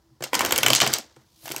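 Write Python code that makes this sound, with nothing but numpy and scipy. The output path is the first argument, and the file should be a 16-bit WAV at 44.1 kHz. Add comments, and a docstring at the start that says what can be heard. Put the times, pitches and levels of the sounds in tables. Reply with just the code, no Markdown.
"""Two halves of a deck of stiff cards are riffled on a wooden table in a quiet room, then squared up.
0.2-1.0 s: riffle; slaps are decaying noise through card resonances, knocks and one card snap are short rough
tones, sliding cards are coloured noise that dips briefly at 0.80 s, bumps ring low table modes. 1.16 s: one
faint slap and knock. 1.43-1.6 s: squaring up, softer slaps and knocks, a rustle that rises to the end.
Throughout: echoes of slaps and knocks in a noise tail, noise as room tone, a faint wavering hum."""
import sys
import numpy as np
from scipy import signal
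from scipy.fft import rfft, irfft
from scipy.io import wavfile
from scipy.ndimage import uniform_filter1d

SR = 44100
rng = np.random.default_rng(int(sys.argv[2]) if len(sys.argv) > 2 else 0)


def dump_mix(stems):
    """Bounce the given channels to the path in sys.argv[1] as a 16-bit WAV at rate SR."""
    frames = np.atleast_2d(stems).T  # one column per channel
    limited = np.clip(frames, -1, 1)  # hard clip at full scale
    pcm = np.round(limited * 32767).astype(np.int16)
    wavfile.write(sys.argv[1], SR, pcm)


def amplitude_ratio(level_db):
    """Convert a level in decibels to the matching linear amplitude (field) ratio."""
    exponent = np.asarray(level_db, float) / 20
    return 10 ** exponent


N = 70560


def colour(x, points):
    """Filter through (f/Hz, level/dB) points, straight lines over log frequency."""
    f_hz, level_db = np.array(points, float).T
    bins_hz = np.maximum(np.arange(len(x) // 2 + 1) * SR / len(x), 1)
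    gain = amplitude_ratio(np.interp(np.log(bins_hz), np.log(f_hz), level_db))
    return irfft(rfft(x) * gain, len(x))


def unit(x):
    """Scale to an rms of 1."""
    return x / np.sqrt(np.mean(x ** 2))


def ring(x, peaks):
    """Sum of resonances, each applied twice and scaled to its own energy in every row."""
    out = 0
    for f_hz, width_hz, level_db in peaks:
        b, a = signal.iirpeak(f_hz, f_hz / width_hz / np.sqrt(2), fs=SR)
        y = signal.lfilter(b, a, signal.lfilter(b, a, x))
        out = out + amplitude_ratio(level_db) * y / np.sqrt(np.sum(y ** 2, axis=-1, keepdims=True))
    return out


def walk(rate_hz):
    """Random values drawn rate_hz times a second, joined by ramps."""
    hold = max(int(SR / rate_hz), 1)
    steps = np.repeat(rng.standard_normal(N // hold + 1), hold)
    return uniform_filter1d(steps, hold)[:N]


def place(starts_s, sounds):
    """Lay each sound on the time line at its start."""
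    out = np.zeros(N + sounds.shape[1])
    for start, one in zip((starts_s * SR).astype(int), sounds):
        out[start:start + len(one)] += one
    return out[:N]


def match_energy(x, shape):
    """Give each row the energy of a sine under its envelope."""
    return x * np.sqrt(np.sum(shape ** 2, axis=1) / 2 / np.sum(x ** 2, axis=1))[:, None]


# card slaps: t/s, card level/dB, flex level/dB, edge tick level/dB, contact/ms
SLAP_EVENTS = [(0.205, -50, -53, -66, 3.9), (0.2226, -29.5, -32, -40, 9), (0.2377, -20.5, -24, -24, 4.9),
               (0.332, -22, -17.5, -22, 2.5), (0.3412, -19, -17, -24, 8.5), (0.351, -9.5, -22, -14.5, 3.15),
               (0.392, -12, -14.5, -15, 2.5), (0.407, -18.5, -20, -21, 4.7), (0.4154, -19, -17, -21, 2.4),
               (0.449, -10.5, -12.5, -11.5, 1.86), (0.4598, -18.5, -22, -19.5, 4.3),
               (0.492, -25, -27.5, -22, 1.4), (0.5079, -15, -13, -18, 1.8), (0.5224, -7, -8, -5, 2.45),
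               (0.56, -13, -13, -17.5, 3.1), (0.5784, -6.5, -15, -0.5, 1.3), (0.5841, -10.5, -12.5, -13, 3),
               (0.6308, -10, -8, -11.5, 3.8), (0.6623, -5.5, -2.5, -9.5, 2.6), (0.6823, -9.5, -9, -11, 2.4),
               (0.7024, -2.5, -2.5, -8.5, 1.6), (0.7327, -5.5, -11.5, -3.5, 1.4),
               (0.7384, -11.5, -32.5, -29.5, 1.6), (0.7496, 0.5, -5.5, -5.5, 1.23),
               (0.7577, -11.5, -22.5, -31, 9), (0.802, -4, -2, -11.5, 1.28), (0.8115, -13, -23, -34.5, 1),
               (0.8164, -13, -7, -11, 2.2), (0.8638, -22.5, -12, -19, 2.6),
               (0.8742, -12, -15.5, -18.5, 2.54), (0.9301, -20.5, -18.5, -16.5, 2.1),
               (0.937, 0.5, -9.5, -2.5, 1.24), (0.984, -20.5, -31.5, -21, 2.9),
               (1.1627, -47, -48.5, -58, 2.3), (1.456, -32.5, -37, -35, 7.1),
               (1.4779, -30, -28, -27.5, 2.8), (1.4907, -18, -20, -38, 0.72), (1.5032, -23, -28, -22, 0.71),
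               (1.5136, -23, -18, -32, 1.33), (1.5183, -19, -29.5, -18, 2.2),
               (1.5629, -10, -16, -9.5, 0.92), (1.5808, -23, -30, -24, 1.2)]
# resonances of the flexing card, card face and card edge: f/Hz, width/Hz, relative level/dB
FLEX_PEAKS = [(1480, 500, 5.6), (2217, 282, 9.4), (3040, 597, 13.2)]
CARD_PEAKS = [(4780, 1560, 6.8), (6010, 2110, 11.8), (7230, 2100, 4.5)]
EDGE_PEAKS = [(12450, 3200, 0)]
SLAP_ATTACK_MS, SLAP_GRAIN_DB = 0.48, 4.5  # grain: deviation before smoothing


def slaps():
    """A grainy rattle decays with the contact length and rings flex, card and edge."""
    t_ms = np.arange(2048) / SR * 1000
    t_s, card_db, flex_db, edge_db, contact_ms = np.array(SLAP_EVENTS).T[:, :, None]
    chance = rng.standard_normal((len(t_s), 2, len(t_ms)))
    grit = chance[:, 0] * amplitude_ratio(SLAP_GRAIN_DB * uniform_filter1d(chance[:, 1], size=16))
    layers = ((flex_db, 1.0, FLEX_PEAKS), (card_db, 0.9, CARD_PEAKS), (edge_db, 0.6, EDGE_PEAKS))
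    sound = 0
    for level_db, share, peaks in layers:
        decay_ms = np.maximum(contact_ms, 0.3) * share
        shape = (1 - np.exp(-t_ms / SLAP_ATTACK_MS)) * np.exp(-t_ms / decay_ms)
        sound = sound + amplitude_ratio(level_db) * match_energy(ring(shape * grit, peaks), shape)
    return place(t_s[:, 0], sound)


# knocks of the pile, and a card snap at 3200 Hz: t/s, f/Hz, level/dB before the high-pass
KNOCK_EVENTS = [(.207, 477, -30), (.224, 627, -22.5), (.238, 540, -25.5), (.265, 805, -33), (.332, 980, -8),
                (.335, 313.5, -28.5), (.342, 980, -17.5), (.353, 980, -14.5), (.392, 833, -21),
                (.407, 1022, -6.5), (.449, 677, -16), (.492, 450, -31), (0.509, 900, -16.5),
                (0.523, 487, -17.5), (.561, 392, -29), (.584, 538, -17.5), (.631, 930, -13.5),
                (.663, 738, -12.5), (0.7029, 607, -9.5), (.704, 1034, -13.5), (0.7328, 3200, 6),
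                (.734, 795, -16), (.818, 708, -9.5), (.832, 492, -17), (.865, 688, -15.5), (.983, 754, -27),
                (1.163, 1790, -44.5), (1.167, 477, -42), (1.431, 650, -47), (1.456, 750, -30),
                (1.471, 710, -29.5), (1.479, 860, -28), (1.5014, 330, -28), (1.514, 380, -29.5),
                (1.538, 444, -33), (1.546, 860, -26), (1.562, 330, -34), (1.576, 443, -34)]
KNOCK_ATTACK_MS, KNOCK_DECAY_CYCLES, KNOCK_ROUGH = 0.3, 1.85, 0.57
OVERTONE_RATIO, OVERTONE_SPREAD, OVERTONE_DB = 1.684, 0.13, -6  # mean ratio, relative deviation
PILE_LOW_HZ = 263  # the small pile radiates no bass


def knocks():
    """Pile knocks and a card snap: each rings for a few rough cycles, its overtone elsewhere each time."""
    t = np.arange(2048) / SR
    t_s, f_hz, level_db = np.array(KNOCK_EVENTS).T[:, :, None]
    chance = rng.standard_normal((len(t_s), len(t) + 1))
    # x4 restores the deviation lost in smoothing
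    rough = 1 + KNOCK_ROUGH * 4 * uniform_filter1d(chance[:, 1:], size=16)
    over_hz = f_hz * OVERTONE_RATIO * (1 + OVERTONE_SPREAD * chance[:, :1])
    tone = np.sin(2 * np.pi * f_hz * t) + amplitude_ratio(OVERTONE_DB) * np.sin(2 * np.pi * over_hz * t)
    attack = 1 - np.exp(-t * 1000 / KNOCK_ATTACK_MS)
    shape = attack * np.exp(-t * f_hz / KNOCK_DECAY_CYCLES)
    rung = place(t_s[:, 0], amplitude_ratio(level_db) * match_energy(shape * rough * tone, shape))
    return signal.sosfilt(signal.butter(4, PILE_LOW_HZ, "high", fs=SR, output="sos"), rung)


# sliding cards, with a brief drop of level at 0.80 s that is not due to the sliding:
# t/s, hiss level/dB, rustle level/dB, treble level/dB
SLIDE_LEVELS = [(.2, -84, -78, -91), (0.248, -41, -45, -78), (0.318, -62, -59, -72),
                (0.356, -40, -33.5, -59), (0.541, -39, -33.5, -63), (.62, -40.5, -38.5, -54),
                (0.681, -35.5, -27.5, -46), (.765, -30, -36.5, -51), (0.792, -28.5, -32, -53.5),
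                (0.803, -45.5, -57.5, -77), (0.812, -16, -33.5, -53.5), (0.828, -25.5, -29, -66.5),
                (0.911, -40, -36, -64), (0.949, -31.5, -34.5, -49.5), (1.001, -43.5, -48, -82.5),
                (1.081, -66, -64.5, -88.5), (1.252, -74, -72.5, -81), (1.37, -68, -83.5, -72.5),
                (1.441, -58, -62, -51.5), (1.6, -45, -44.5, -53)]
# relative spectra of hiss, rustle and treble: f/Hz, level/dB per Hz
HISS_COLOUR = [(1200, -41), (2000, -11), (3000, 1), (4500, 3), (6300, 1), (8500, -8), (11000, -34)]
RUSTLE_COLOUR = [(30, -27.5), (70, -2.5), (110, -10), (300, 0.5), (900, -3), (2000, -4.5), (4000, -26.5)]
TREBLE_COLOUR = [(7000, -21), (10500, -6.5), (15500, -9.5), (16500, -26)]
RUB_DB, GRAIN_HZ, RUSTLE_HZ = 2.5, 300, 120  # deviation before ramping, draw rates


def sliding():
    """Card faces rub: a grainy hiss with an airy top and a duller rustle of the pile."""
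    t = np.arange(N) / SR
    t_s, hiss_db, rustle_db, treble_db = np.array(SLIDE_LEVELS).T
    grain = rng.standard_normal(N) * amplitude_ratio(RUB_DB * walk(GRAIN_HZ))
    pile = rng.standard_normal(N) * amplitude_ratio(RUB_DB * walk(RUSTLE_HZ))
    hiss = unit(colour(grain, HISS_COLOUR)) * amplitude_ratio(np.interp(t, t_s, hiss_db))
    rustle = unit(colour(pile, RUSTLE_COLOUR)) * amplitude_ratio(np.interp(t, t_s, rustle_db))
    treble = unit(colour(grain, TREBLE_COLOUR)) * amplitude_ratio(np.interp(t, t_s, treble_db))
    return hiss + rustle + treble


# hands and pile bump the table: t/s, level/dB
BUMP_EVENTS = [(0.112, -54.5), (0.206, -41.5), (0.522, -40.5), (0.585, -40), (0.63, -33), (.665, -34),
               (0.704, -27.5), (.817, -32), (.865, -30.5), (1.165, -51.5), (1.435, -49.5), (1.502, -47.5),
               (1.558, -52)]
# table top modes: mean f/Hz, mean relative level/dB, t60/s
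TABLE_MODES = [(134.3, 2.5, 0.21), (225.7, -9.5, 0.34), (329.8, -4, 0.21)]
BUMP_ATTACK_MS, BUMP_VARY_DB, BUMP_VARY_PITCH = 3, 2, 0.037  # pitch: relative deviation


def table():
    """Soft pushes ring the low modes of the table top, each a little different every time."""
    chance = rng.standard_normal((len(BUMP_EVENTS), len(TABLE_MODES)))
    t, out = np.arange(N) / SR, 0
    for (t_s, bump_db), vary in zip(BUMP_EVENTS, chance):
        since = np.maximum(t - t_s, 0)
        attack = 1 - np.exp(-since * 1000 / BUMP_ATTACK_MS)
        for (f_hz, mode_db, t60_s), v in zip(TABLE_MODES, vary):
            level = amplitude_ratio(bump_db + mode_db + BUMP_VARY_DB * v - 60 * since / t60_s)
            mode_hz = f_hz * (1 + BUMP_VARY_PITCH * v)
            out = out + level * attack * np.sin(2 * np.pi * mode_hz * since)
    return out


# colour of the echoes: f/Hz, relative level/dB
ECHO_COLOUR = [(100, -30.5), (700, -0.5), (3000, -9), (7000, -9.5), (11000, -7.5), (16000, -21.5)]
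ROOM_T60_S, ROOM_DB, ROOM_RISE_MS = 0.13, -11, 3.3


def room(x):
    """A short dense tail of echoes, duller than the direct sound."""
    t = np.arange(SR // 2) / SR
    rise = np.clip(t * 1000 / ROOM_RISE_MS, 0, 1) ** 2
    tail = colour(rng.standard_normal(len(t)), ECHO_COLOUR) * amplitude_ratio(-60 * t / ROOM_T60_S) * rise
    tail = tail / np.sqrt(np.sum(tail ** 2))
    return signal.fftconvolve(x, tail)[:N] * amplitude_ratio(ROOM_DB)


# relative spectrum of the room tone: f/Hz, level/dB per Hz
AIR_COLOUR = [(25, -16.5), (60, 0), (160, -12.5), (600, -26), (1000, -22), (1900, -43), (5000, -28.5),
              (9500, -41), (15500, -40)]
# wavering hum in the room: f/Hz, width/Hz, level/dB
HUM_BANDS = [(328, 5, -72)]
AIR_DB = -65.5


def air():
    """Room tone is coloured noise; the hum is noise through a narrow resonance, so it wavers."""
    out = unit(colour(rng.standard_normal(N), AIR_COLOUR)) * amplitude_ratio(AIR_DB)
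    for f_hz, width_hz, level_db in HUM_BANDS:
        hum = ring(rng.standard_normal(N), [(f_hz, width_hz, 0)])
        out = out + amplitude_ratio(level_db) * unit(hum)
    return out


def scene():
    """Only slaps and knocks feed the echoes."""
    hits = slaps() + knocks()
    return (hits + sliding() + table() + room(hits) + air())[None]


def band_limit(x):
    """A steep low-pass at the top of the band."""
    return signal.sosfilt(signal.butter(12, 16980, fs=SR, output="sos"), x)


def record(dry):
    """Loud peaks are rounded, the microphone drops the deep bass and the top is cut."""
    low_hz, top_hz = 70, 15900
    x = np.tanh(0.91 * dry) / 0.7
    x = signal.sosfilt(signal.butter(2, low_hz, "high", fs=SR, output="sos"), x)
    x = signal.sosfilt(signal.butter(12, top_hz, fs=SR, output="sos"), x)
    return band_limit(x)


dry = scene()
out = record(dry)
dump_mix(out)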